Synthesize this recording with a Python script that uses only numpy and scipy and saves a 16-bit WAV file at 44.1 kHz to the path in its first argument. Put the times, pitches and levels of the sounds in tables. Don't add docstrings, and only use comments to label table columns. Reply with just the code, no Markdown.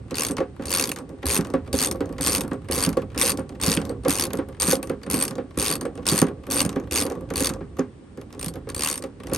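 import sys
import numpy as np
from scipy import signal
from scipy.fft import rfft, irfft
from scipy.io import wavfile
from scipy.ndimage import uniform_filter1d

SR = 44100
rng = np.random.default_rng(int(sys.argv[2]) if len(sys.argv) > 2 else 0)


def dump_mix(stems):
    frames = np.atleast_2d(stems).T
    limited = np.clip(frames, -1, 1)
    pcm = np.round(limited * 32767).astype(np.int16)
    wavfile.write(sys.argv[1], SR, pcm)


N = 413216


def amp(db):
    return 10 ** (np.asarray(db) / 20)


def rms_one(x):
    return x / np.sqrt(np.mean(x ** 2) + 1e-20)


def train(rows, gains):
    out = np.full(N, 1e-18)
    samples = (np.array(rows)[:, 0] * SR).astype(int)
    out[samples.clip(0, N - 1)] = gains
    return out


def fade(x, t60):
    return signal.lfilter([1], [1, -amp(-60 / (t60 * SR))], x)


def band(x, low_hz, high_hz):
    return signal.sosfilt(signal.butter(2, [low_hz, high_hz], "band", fs=SR, output="sos"), x)


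def resonance(x, hz, width_hz):
    r = np.exp(-np.pi * width_hz / SR)
    poles = [1, -2 * r * np.cos(2 * np.pi * hz / SR), r * r]
    return signal.lfilter([(1 - r * r) / 2, 0, (r * r - 1) / 2], poles, x)


def ring(clicks, hz, t60):
    r, w = amp(-60 / (t60 * SR)), 2 * np.pi * hz / SR
    return signal.lfilter([0, np.sin(w)], [1, -2 * r * np.cos(w), r * r], clicks)


def shaped(x, points, power=1):
    hz, db = np.transpose(points)
    grid = np.log(np.fft.rfftfreq(N, 1 / SR) + 1)
    return irfft(rfft(x) * amp(power * np.interp(grid, np.log(hz), db)), N)


# [dB per Hz, relative]
AIR_SPECTRUM = [(30, -18), (80, -4), (330, -6), (630, -22.5), (1280, -26), (6900, -43), (9000, -33.5),
                (11000, -65)]
AIR_DB = -48


def outdoor_air():
    noise = rng.standard_normal((2, N))
    return amp(AIR_DB) * rms_one(shaped(noise, AIR_SPECTRUM))


# [dB, deep sway]
HAND_WORK = [(0, -36, -38), (1.15, -35.5, -50), (1.7, -34, -37.5), (4.1, -35, -39.5), (5.2, -34.5, -44),
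             (7.0, -32, -41), (7.65, -34, -38.5), (8.0, -42.5, -53), (8.599, -39, -38.5), (9.101, -41, -49),
             (9.37, -34, -39)]


def work_levels():
    time_s, rumble_db, sway_db = np.transpose(HAND_WORK)
    t = np.arange(N) / SR
    return np.interp(t, time_s, rumble_db), np.interp(t, time_s, sway_db)


def deep_sway(sway_db):
    return amp(sway_db) * rms_one(band(rng.standard_normal(N), 44, 123.4))


HEAVE_HZ, HEAVE_DB, HEAVE_T60_S = 74, -28.5, 0.27


def body_heave(swings):
    levels_db = HEAVE_DB + 3.0 * rng.standard_normal(len(swings))
    shoves = train([swing[0] for swing in swings], amp(levels_db))
    return ring(shoves, HEAVE_HZ, HEAVE_T60_S) - ring(shoves, HEAVE_HZ, 0.028)


# [dB, relative: high panel modes over low ones]
LOAD_KNOCKS = [(0.117, -20.5, 2), (0.298, -19, -4.5), (0.386, -18.5, -3), (0.404, -17, 14),
               (0.596, -22.5, 1), (1.239, -22.5, 5), (1.389, -13.5, -7), (1.539, -11.5, 5),
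               (1.736, -14.5, 3.5), (1.947, -28, 10), (2.007, -16, 3), (2.201, -21, 0), (2.285, -21, 1),
               (2.382, -22.5, -7), (2.445, -23.5, -3), (2.516, -18.5, 4), (2.699, -20, 5.5),
               (2.773, -19.5, 2), (2.87, -13.5, -8.5), (2.969, -14.5, 9.5), (3.165, -22.5, 1),
               (3.233, -26.5, 10), (3.385, -19.5, 4.5), (3.674, -15.5, -12.5), (3.771, -14.5, -8),
               (3.896, -23.5, 8), (4.056, -15.5, 9), (4.077, -13.5, -3), (4.228, -23.5, 3), (4.34, -18, -2),
               (4.388, -16, 3), (4.682, -15.5, -8), (4.727, -16.5, 12), (4.899, -15, -1), (5.076, -25, -11),
               (5.14, -16, -5), (5.383, -18, 2), (5.572, -19, 0.5), (5.816, -22.5, -5), (5.851, -20.5, 11),
               (6.121, -13, -8), (6.219, -7, -3), (6.488, -26, 1), (6.544, -22, 6.5), (6.648, -18, -13),
               (6.761, -15, -1), (7.049, -25, 10), (7.111, -23, 10), (7.31, -21, 1), (7.407, -17, 1),
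               (7.503, -24, -13), (7.608, -24.5, -1), (7.789, -13.5, 6), (8.175, -28, 4), (8.466, -34, -18),
               (8.563, -27, 2), (8.672, -27.5, 5), (9.038, -24.5, 8), (9.32, -18.5, 2)]
# [s, for knocks]
PANEL_MODES = [(105, -26, 0.1), (167.3, -9, 0.13), (208.7, -16, 0.3), (255.4, -9, 0.2), (282.6, -6.5, 0.15),
               (343.4, -5, 0.081), (407.4, -10.5, 0.19), (475.7, -9.5, 0.13), (531.8, -6.5, 0.11),
               (602, -20, 0.029), (720, -29, 0.24), (790, -16.5, 0.08), (1129, -16, 0.072)]
JOLTS_PER_S = 400


def bodywork(rumble_db, drops):
    start_s, level_db, hardness_db = np.transpose(LOAD_KNOCKS)
    luck = rng.standard_normal((len(start_s), len(PANEL_MODES)))
    share = amp(2.7 * luck)
    weight = amp(np.array(PANEL_MODES)[:, 1]) ** 2
    share /= np.sqrt(share ** 2 @ weight / weight.sum())[:, None]

    movements = .7 * train(drops, 1) + .7 * train(JOINT_TICKS, 1)
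    moving = amp(-17) + np.tanh(fade(movements, .22))
    jolt_gain = amp(1.6 * np.minimum(rng.exponential(1, N), 4))
    jolts = (rng.random(N) < JOLTS_PER_S / SR) * jolt_gain * moving

    knocks, rumble = np.zeros(N), np.zeros(N)
    for k, (hz, mode_db, t60) in enumerate(PANEL_MODES):
        tilt_db = 0.89 * hardness_db * np.clip(np.log2(hz / 300), -1.6, 1)
        signs = np.sign(luck[:, k - 1])
        blows = train(LOAD_KNOCKS, amp(level_db + mode_db + tilt_db) * share[:, k] * signs)
        knocks += ring(blows, hz, t60) - ring(blows, hz, 0.013)
        jolt_hits = jolts * rng.standard_normal(N) + 1e-18
        rumble += amp(mode_db) * ring(jolt_hits, hz, 0.7 * t60)

    knocks = signal.lfilter([1], [1, -.9], 0.12 * knocks)
    scatter = fade(train(LOAD_KNOCKS, amp(level_db + 0.05 * hardness_db)), 0.17)
    clatter = scatter * band(rng.standard_normal(N), 500, 1560)
    tick_push = train(JOINT_TICKS, np.sqrt(amp(np.array(JOINT_TICKS)[:, 1])))
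    rubbing = fade(jolts * moving ** 2 + 60.0 * tick_push, 0.11)
    scuff = rms_one(rubbing * band(rng.standard_normal(N), 550, 1350))
    working = amp(rumble_db) * (rms_one(rumble) + amp(-14) * scuff)
    return knocks + amp(-6) * clatter + working


# [dB, relative: bar clank over the tick]
JOINT_TICKS = [(0.108, -38, 4), (0.1428, -31, -2), (0.3675, -34, 4), (0.381, -39.5, 14), (0.4034, -46.5, 8),
               (0.6219, -46.5, 10), (0.6354, -49.5, 10), (0.96, -35, 1), (0.972, -45.5, 9),
               (0.9857, -37, -5), (1.0916, -51.5, 2), (1.2276, -50, 19.5), (1.4084, -33, -1),
               (1.447, -40.5, 7), (1.469, -44, -4), (1.501, -44, -4), (1.537, -40, 5), (1.675, -52, 11),
               (1.957, -46.5, -7), (2.0052, -41.5, 6), (2.056, -46.5, -11), (2.0907, -52, 7),
               (2.1249, -46.5, -8), (2.1815, -40.5, 8), (2.4346, -41, -7), (2.4777, -41.5, -10),
               (2.5117, -48, 13), (2.5316, -43.5, -17), (2.6853, -41.5, 9), (2.928, -39, 3.5),
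               (2.9697, -37.5, 5), (3.0176, -49, 12.5), (3.1453, -47, 14), (3.1585, -48.5, 7),
               (3.3726, -34, -14), (3.393, -39.5, -6), (3.4917, -44, 3), (3.5984, -42.5, 10),
               (3.7715, -23, -7), (3.7993, -44, 2), (3.815, -39, 6.5), (3.8512, -38, -5),
               (3.8927, -36.5, -9), (3.911, -49.5, -16), (4.0346, -46, -2), (4.0489, -38, 9.5),
               (4.304, -43, 10), (4.332, -26.5, -7), (4.371, -37, -11), (4.3859, -43.5, 7),
               (4.4857, -48, 3), (4.828, -29, -3.5), (4.8715, -42, -3), (4.8954, -38, 5),
               (5.0322, -41.5, 4), (5.063, -44.5, 7), (5.3078, -36, -2), (5.3537, -42.5, -8),
               (5.3802, -50.5, 8), (5.81, -29.5, -5), (5.8523, -40, 5), (5.953, -47.5, 2), (5.975, -49, 10),
               (6.0545, -36.5, 5), (6.267, -40.5, 6), (6.2825, -47, 11), (6.4666, -43, 4.5),
               (6.6914, -31, -2), (6.7268, -45.5, 7), (6.7586, -43, 4), (6.7981, -47, 1), (7.064, -32.5, 0),
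               (7.0992, -36.5, -3), (7.12, -42, -11), (7.152, -51.5, 5), (7.2079, -51, -3),
               (7.302, -38.5, 7), (7.3366, -36.5, 2), (7.497, -31, -1), (7.536, -38, -10), (7.768, -51, 9),
               (7.786, -45.5, 2), (7.7924, -36.5, -15), (8.173, -51, -3), (8.2126, -47.5, 5.5),
               (8.3259, -44, -4), (8.3472, -53, 9), (8.5376, -43, -6), (8.5554, -44.5, 5), (8.6891, -37, 3),
               (8.6991, -32, -5), (9.0225, -35.5, -4), (9.0378, -38, 3.5), (9.2, -53, 14), (9.234, -43, 1),
               (9.269, -39.5, 4), (9.2955, -45, 6.5), (9.3146, -47, 7)]
SLACK_LEAD_S, SLACK_DB, SLACK_CLANK_DB = .08, -58, 14


def slack(swings):
    starts = np.repeat([swing[0, 0] for swing in swings], repeats=3)
    luck = rng.random((len(starts), 2))
    faint_s = starts - .015 - SLACK_LEAD_S * luck[:, 0]
    faint_db = SLACK_DB - 8 * luck[:, 1]
    faint = np.c_[faint_s, faint_db, np.full(len(starts), SLACK_CLANK_DB)]
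    return np.vstack([JOINT_TICKS, faint])


# first_tooth_s [s], last_tooth_s [s], braking [share of a cruising gap], last_gap_ms [ms],
# then level_db [dB, relative] of each tooth in turn
BACK_SWINGS = [(0.1541, 0.3092, 1.7, 24.4, -27, -27, -21, -21, -21, -20, -21, -21, -24, -28, -30),
               (0.6548, 0.9158, 1.31, 24.9, -29, -31, -30, -31, -23, -21, -21, -17, -17, -21, -18, -21, -17, -18, -20, -19, -28, -27, -24, -22),
               (1.2552, 1.3828, 0.73, 8.8, -24, -21, -25, -24, -22, -21, -20, -23, -21, -21, -17, -17, -18, -20, -29),
               (1.7282, 1.9114, 1.06, 27.3, -24, -29, -27, -28, -28, -25, -21, -22, -21, -19, -18, -19, -18, -22, -23, -31, -22),
               (2.209, 2.4075, 0.76, 27.2, -23, -25, -23, -24, -23, -26, -18, -16, -18, -22, -20, -23, -23, -21, -19, -21, -17, -20, -23, -25, -23),
               (2.7113, 2.8896, 1.35, 27.8, -21, -21, -24, -25, -24, -23, -23, -31, -24, -23, -26, -23, -23, -19, -16, -20, -24, -28),
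               (3.1765, 3.3173, 0.5, 14.6, -23, -24, -21, -23, -13, -16, -17, -23, -23, -21, -19, -19, -19, -19, -16, -20, -23),
               (3.6126, 3.7657, 0.66, 17.4, -24, -23, -19, -27, -25, -19, -22, -21, -22, -22, -22, -18, -20, -22, -23, -27),
               (4.0817, 4.2662, 1.28, 14.2, -20, -21, -18, -23, -22, -23, -27, -23, -26, -24, -23, -17, -19, -19, -21, -25, -35),
               (4.5993, 4.7526, 0.65, 11.6, -21, -19, -17, -18, -21, -26, -24, -24, -20, -20, -19, -19, -19, -16, -16, -20, -26, -26),
               (5.0989, 5.279, 1.17, 28.2, -22, -20, -25, -23, -20, -25, -24, -26, -27, -25, -24, -21, -15, -20, -23, -26),
               (5.5739, 5.7531, 0.8, 16.6, -25, -24, -21, -23, -23, -19, -22, -23, -23, -21, -22, -20, -25, -21, -19, -20, -25, -24),
               (6.0653, 6.2147, 0.62, 16.2, -19, -19, -15, -18, -26, -20, -22, -23, -27, -25, -23, -23, -17, -16, -21, -16),
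               (6.5012, 6.6495, 1.36, 23.0, -28, -20, -22, -22, -24, -22, -28, -22, -18, -21, -20, -20, -15, -18, -27, -25),
               (6.9109, 7.0518, 0.82, 18.9, -27, -23, -25, -24, -21, -18, -20, -19, -21, -22, -20, -21, -22, -26, -31),
               (7.3568, 7.4906, 1.28, 20.6, -21, -23, -23, -28, -25, -20, -25, -24, -24, -19, -19, -18, -26),
               (8.3932, 8.4818, 0.74, 21.3, -32, -30, -29, -27, -28, -29),
               (8.7453, 8.9766, 0.38, 21.2, -26, -28, -29, -25, -24, -22, -18, -20, -21, -20, -21, -22, -23, -23, -27, -27, -27),
               (9.3339, 9.3591, 0, 12.4, -22, -22, -27)]
LAUNCH, LAUNCH_TEETH, BRAKE_POWER = .5, 3.17, 2.4
TOOTH_SPREAD_MS = .25


def pawl_drops():
    swings = []
    for first_s, last_s, braking, last_ms, *db in BACK_SWINGS:
        k = np.arange(len(db) - 2)
        launch = LAUNCH * np.exp(-k / LAUNCH_TEETH)
        gaps = 1 + launch + braking * (k / (len(db) - 1)) ** BRAKE_POWER
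        gaps *= (last_s - last_ms / 1000 - first_s) / gaps.sum()
        tooth_s = np.append(first_s + np.cumsum([0, *gaps]), last_s)
        tooth_s = tooth_s + TOOTH_SPREAD_MS / 1000 * rng.standard_normal(len(tooth_s))
        swings.append(np.c_[tooth_s, db])
    return swings


# [dB, relative]
HEAD_MODES = [(2740, 570, -15), (3700, 210, -19.5), (4580, 130, -5.5), (5310, 550, -18.5), (6370, 540, -12),
              (8556, 160, 3), (8835, 120, 2), (11060, 465, -1.5), (11400, 630, -12), (15700, 1500, -29)]
SEAT_DETUNE = 0.018
GLINT_LOW_HZ, GLINT_HIGH_HZ, GLINT_WIDTH_HZ, GLINT_DB = 2600, 7500, 160, -10


def steel_clicks(rows, body_db, broad_db, chatter_s, tail_db, tail_s, spread_db):
    count = len(rows)
    t = np.arange(3000) / SR
    rise = np.clip(t / chatter_s, 0, 1)
    blow = np.sin(np.pi * rise ** .85)
    lumps = np.repeat(rng.gamma(3, 1 / 3, (count, 1, 50)), repeats=60, axis=2)
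    rattle = lumps * amp(tail_db - 60 * t / tail_s) * rise
    noise = (blow + rattle) * rng.standard_normal((count, 2, len(t)))

    chance = rng.standard_normal((count, 2, len(HEAD_MODES), 1, 1))
    drift = uniform_filter1d(chance[:, 1], size=8, axis=0)
    luck = amp(spread_db * (chance[:, 0] + 1.8 * drift))
    click = amp(broad_db + spread_db * chance[:, 1, 0]) * band(noise, 3100, 11000)
    for k, (hz, width_hz, mode_db) in enumerate(HEAD_MODES):
        for seat in range(6):
            part = slice(seat, None, 6)
            seat_hz = hz * (1 + SEAT_DETUNE * rng.standard_normal())
            click[part] += luck[part, k] * amp(mode_db) * resonance(noise[part], seat_hz, width_hz)

    glint_hz = GLINT_LOW_HZ * (GLINT_HIGH_HZ / GLINT_LOW_HZ) ** rng.random(40)
    for group, hz in enumerate(glint_hz):
        part = slice(group % 20, None, 20)
        click[part] += amp(GLINT_DB) * resonance(noise[part], hz, GLINT_WIDTH_HZ)
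    click /= np.sqrt(np.mean(click[:, :1, :200] ** 2, axis=2, keepdims=True))

    clank = amp(-60 * t / 0.046) * rise * rng.standard_normal(noise.shape)
    bar = band(clank, 670, 2610) + 1.88 * resonance(clank, 1117, 180)
    click += amp(body_db + 8.5).reshape(-1, 1, 1) * bar

    out = np.zeros((2, N + len(t)))
    for (start_s, db), one in zip(rows, click):
        start = int(start_s * SR)
        out[:, start:start + len(t)] += amp(db) * one
    return out[:, :N]


# [dB, left minus right]
PORT_BALANCE = [(80, -1.5), (150, -4), (700, -1), (1300, 1), (8000, 0.8)]
PORT_LAG_S = 1.5e-5


def ports(mid, side):
    lag = np.exp(-2j * np.pi * np.fft.rfftfreq(N, 1 / SR) * PORT_LAG_S)
    late = irfft(rfft(mid) * lag, N)
    left = shaped(mid + side, PORT_BALANCE, .5)
    right = shaped(late - side, PORT_BALANCE, -.5)
    return np.array([left, right])


def scene():
    swings = pawl_drops()
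    drops = np.vstack(swings)
    rumble_db, sway_db = work_levels()
    air, air_side = outdoor_air()
    sway = deep_sway(sway_db)
    heave = body_heave(swings)
    panels = bodywork(rumble_db, drops)
    play = slack(swings)
    ticks = steel_clicks(play[:, :2], play[:, 2], broad_db=-6, chatter_s=0.0038,
                         tail_db=-13.5, tail_s=0.12, spread_db=7.0)
    pawl = steel_clicks(drops, body_db=-9, broad_db=-15.5, chatter_s=0.0036,
                        tail_db=-9, tail_s=0.08, spread_db=4.0)
    steel_mid, steel_side = pawl + ticks
    mid = steel_mid + panels + sway + heave + air
    panel_side = np.roll(band(panels, 490, 3000), 160)
    side = amp(-8) * steel_side + amp(-2.0) * band(air_side, 300, 11000) + amp(-9.0) * panel_side
    return ports(mid, side)


# pitch_hz [Hz], width_hz [Hz]
PORT_DIPS = [(10200, 730), (14000, 4900), (14300, 1800)]
CUTOFF_HZ = 17100


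def record(dry):
    for hz, width_hz in PORT_DIPS:
        dry = dry - .75 * resonance(dry, hz, width_hz)
    dry = signal.sosfilt(signal.butter(3, 42, "high", fs=SR, output="sos"), dry)
    return signal.sosfilt(signal.cheby2(12, 70, CUTOFF_HZ, fs=SR, output="sos"), dry)


dry = scene()
out = record(dry)
dump_mix(out)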